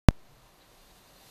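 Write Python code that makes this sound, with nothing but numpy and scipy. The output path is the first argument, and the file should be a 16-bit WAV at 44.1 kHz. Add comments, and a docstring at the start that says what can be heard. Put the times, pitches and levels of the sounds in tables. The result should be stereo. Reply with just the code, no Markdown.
"""One overloaded electrical pop as the microphone switches on; then a faint, airy hiss slowly swells.
It is a cobra rearing in a wire cage inside a shed, forcing air through a narrow opening.
The microphone's two close ports hear it with early wall echoes, over the shed's dull background and
a low outdoor rumble. A few soft scuffs and a brief low drone lie just above that background."""
import sys
import numpy as np
from scipy import signal
from scipy.fft import rfft, irfft
from scipy.io import wavfile
from scipy.ndimage import uniform_filter1d

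SR = 44100
rng = np.random.default_rng(int(sys.argv[2]) if len(sys.argv) > 2 else 0)


def unload_wav(signal):
    """Save mono or channel-first audio to the path in sys.argv[1] as 16-bit WAV at rate SR, clipped to [-1, 1]."""
    wavfile.write(
        sys.argv[1],
        SR,
        np.round(np.clip(np.atleast_2d(signal).T, -1, 1) * 32767).astype(np.int16),
    )


N = 57330
SWITCH_ON_S, NOISE_TOP_HZ = .08622, 14250


def undb(db):
    """Decibels to gain."""
    return 10 ** (np.asarray(db) / 20)


def noise(f, gain):
    """Noise of rms 1, its spectrum shaped by the gain."""
    x = irfft(rfft(rng.standard_normal(N)) * gain * (f < NOISE_TOP_HZ), N)
    return x / np.std(x)


def colour(f, points):
    """Gain through (f/Hz, level/dB) points, falling 12 dB an octave outside them."""
    hz, db = np.array(points, float).T
    inside = undb(np.interp(np.log(f), np.log(hz), db))
    return inside * np.minimum(f / hz[0], 1) ** 2 * np.minimum(hz[-1] / f, 1) ** 2


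def resonance(f, hz, width):
    """Gain of one resonance, 1 at its centre."""
    return 1 / np.sqrt(1 + ((f * f - hz * hz) / (f * width)) ** 2)


def waver(rate_hz):
    """Random values held 1 / rate_hz seconds and smoothed twice; spread near 1."""
    hold = int(SR / rate_hz)
    steps = rng.standard_normal(256)
    held = steps[np.arange(N) // hold % len(steps)]
    return 1.3 * uniform_filter1d(uniform_filter1d(held, hold), hold)


def swell(t, at_s, sigma_s):
    """A bell-shaped rise and fall around one moment."""
    return np.exp(-.5 * ((t - at_s) / sigma_s) ** 2)


def wall_echoes(f, count=8, echo_db=-17.5):
    """Early echoes from the nearby shed walls ripple the spectrum."""
    delays_s = rng.uniform(.004, .035, (count, 1))
    return 1 + undb(echo_db) * np.exp(-2j * np.pi * f * delays_s).sum(axis=0)


def at_ports(f, gain, likeness, left_lag_s=.000028):
    """Noise of rms 1 at the two microphone ports: a shared part, late on the left, and one part each."""
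    shared, left, right = rfft(rng.standard_normal((3, N)))
    late = np.exp(-2j * np.pi * f * left_lag_s)
    common = np.sqrt(likeness) * np.array([shared * late, shared])
    separate = np.sqrt(1 - likeness) * np.array([left, right])
    x = irfft((common + separate) * gain * wall_echoes(f) * (f < NOISE_TOP_HZ), N)
    return x / np.std(x)


def shed_tone(t, f, mid_db=-60, rise_db_per_s=2, diffuse_hz=2680):
    """Dull room tone, slowly rising: alike at both ports in the bass, diffuse in the treble."""
    # Spectrum of the shed's background: f/Hz, relative level/dB
    spectrum = [(22, -5.5), (50, 0.5), (68, -7.5), (100, -5.5), (160, -4.5), (230, -9.5), (330, -8),
                (420, -10.5), (520, -8), (780, -8.5), (860, -10), (1000, -10), (1400, -15), (4200, -21.5),
                (6000, -26.5)]
    air = at_ports(f, colour(f, spectrum), likeness=.99 / (1 + (f / diffuse_hz) ** 2))
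    return air * undb(mid_db + rise_db_per_s * (t - t.mean()) - .05 * waver(12))


def outdoor_rumble(t, hz=27.3, level_db=-67, waver_db=2.5, fade_in_s=.3):
    """A deep tone from outside the shed, unsteady in pitch and level."""
    cycles = np.cumsum(hz * (1 + .06 * waver(9))) / SR
    tone = np.sqrt(2) * np.sin(2 * np.pi * cycles)
    fade_in = np.minimum(t / fade_in_s, 1) ** 2
    return tone * undb(level_db + waver_db * waver(8)) * fade_in


def scuffs(t, f):
    """Light scuffs: short swells of band noise, the narrow ones ringing thinly."""
    # One scuff a row: t/s, duration (sigma)/s, centre f/Hz, resonance width/Hz, level/dB
    touches = [(.618, .007, 4000, 600, -65), (0.631, .02, 2100, 1970, -67.5),
               (0.906, .009, 3787, 1100, -64), (1.177, .014, 4190, 160, -66), (1.23, .01, 3650, 160, -69)]
    return sum(undb(db) * swell(t, at, sigma) * noise(f, resonance(f, hz, width) ** 2)
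               for at, sigma, hz, width, db in touches)


def drone(t, f, level_db=-61):
    """A narrow band of low noise that comes and goes once."""
    band = noise(f, resonance(f, hz=115.8, width=40) ** 2)
    return undb(level_db) * band * swell(t, at_s=.36, sigma_s=.054)


def switch_on_pop(t, start_s, hold_s, slow_share):
    """The input jumps to full scale, discharges past zero, then snaps back to a small fading offset."""
    edge_s, fast_s, slow_s = .00003, .00042, .0028
    dip_db, dip_build_s = -29.5, .0055
    snap_s, offset_db, offset_decay_s = .1088, -40.5, .08
    since = np.maximum(t - start_s - hold_s, 0)
    dip = undb(dip_db) * (1 - np.exp(-since / dip_build_s))
    discharge = (1 - slow_share) * np.exp(-since / fast_s) + slow_share * np.exp(-since / slow_s) - dip
    offset = -undb(offset_db) * np.exp(-np.maximum(t - snap_s, 0) / offset_decay_s)
    onset = np.clip((t - start_s) / edge_s, 0, 1)
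    snapped = np.clip((t - snap_s) / edge_s, 0, 1)
    return onset * (discharge + snapped * (offset - discharge))


def cobra_hiss(t, f, flicker_db=.5, left_over_right_db=1.64):
    """Air forced through a narrow opening, just left of centre: growing turbulence with resonances."""
    # Swell of the hiss at the microphone: t/s, level/dB
    levels = [(.12, -71), (.3, -65.5), (.6, -63.5), (.9, -60.5), (1.08, -60), (1.29, -56)]
    # Broad spectrum of the turbulence: f/Hz, relative level/dB
    spectrum = [(600, -14), (1500, -4), (2800, -1.5), (4000, -1.5), (5500, -2.5), (8000, -2), (11200, -1.5),
                (13000, -.5), (14200, 0)]
    # Narrow resonances added to it: f/Hz, width/Hz, level relative to the turbulence/dB
    resonances = [(2810, 45, 3), (3600, 120, 7), (3910, 52, 4), (4161, 129.3, 8.5), (4716, 73, 9),
                  (6120, 200, 3), (6585, 70, 2.5), (9770, 30, 1.5), (12200, 70, 8), (12750, 300, -1.5)]
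    peak_power = sum((undb(db) * resonance(f, hz, width)) ** 2 for hz, width, db in resonances)
    breath = at_ports(f, colour(f, spectrum) * np.sqrt(1 + peak_power), likeness=.56)
    level_db = np.interp(t, *np.array(levels).T) + flicker_db * waver(25)
    pan_db = np.array([[.5], [-.5]]) * left_over_right_db
    return breath * undb(level_db + pan_db)


def scene():
    """Silence, the switch-on pop, then the shed and the snake."""
    t = np.arange(N) / SR
    f = np.maximum(np.arange(N // 2 + 1) * SR / N, 1)
    pop_left = switch_on_pop(t, SWITCH_ON_S, hold_s=.00216, slow_share=.31)
    pop_right = switch_on_pop(t, SWITCH_ON_S - .000026, hold_s=.0020304, slow_share=.155)
    shed = cobra_hiss(t, f) + shed_tone(t, f) + outdoor_rumble(t) + scuffs(t, f) + drone(t, f)
    return np.array([pop_left, pop_right]) + (t > SWITCH_ON_S) * shed


def record(dry):
    """The recorder clips just under full scale and cuts the highest treble."""
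    ceiling, top_hz = .975, 16700
    lowpass = signal.ellip(8, .05, 50, top_hz, fs=SR, output="sos")
    return signal.sosfiltfilt(lowpass, np.clip(dry, -ceiling, ceiling))


dry = scene()
out = record(dry)
unload_wav(out)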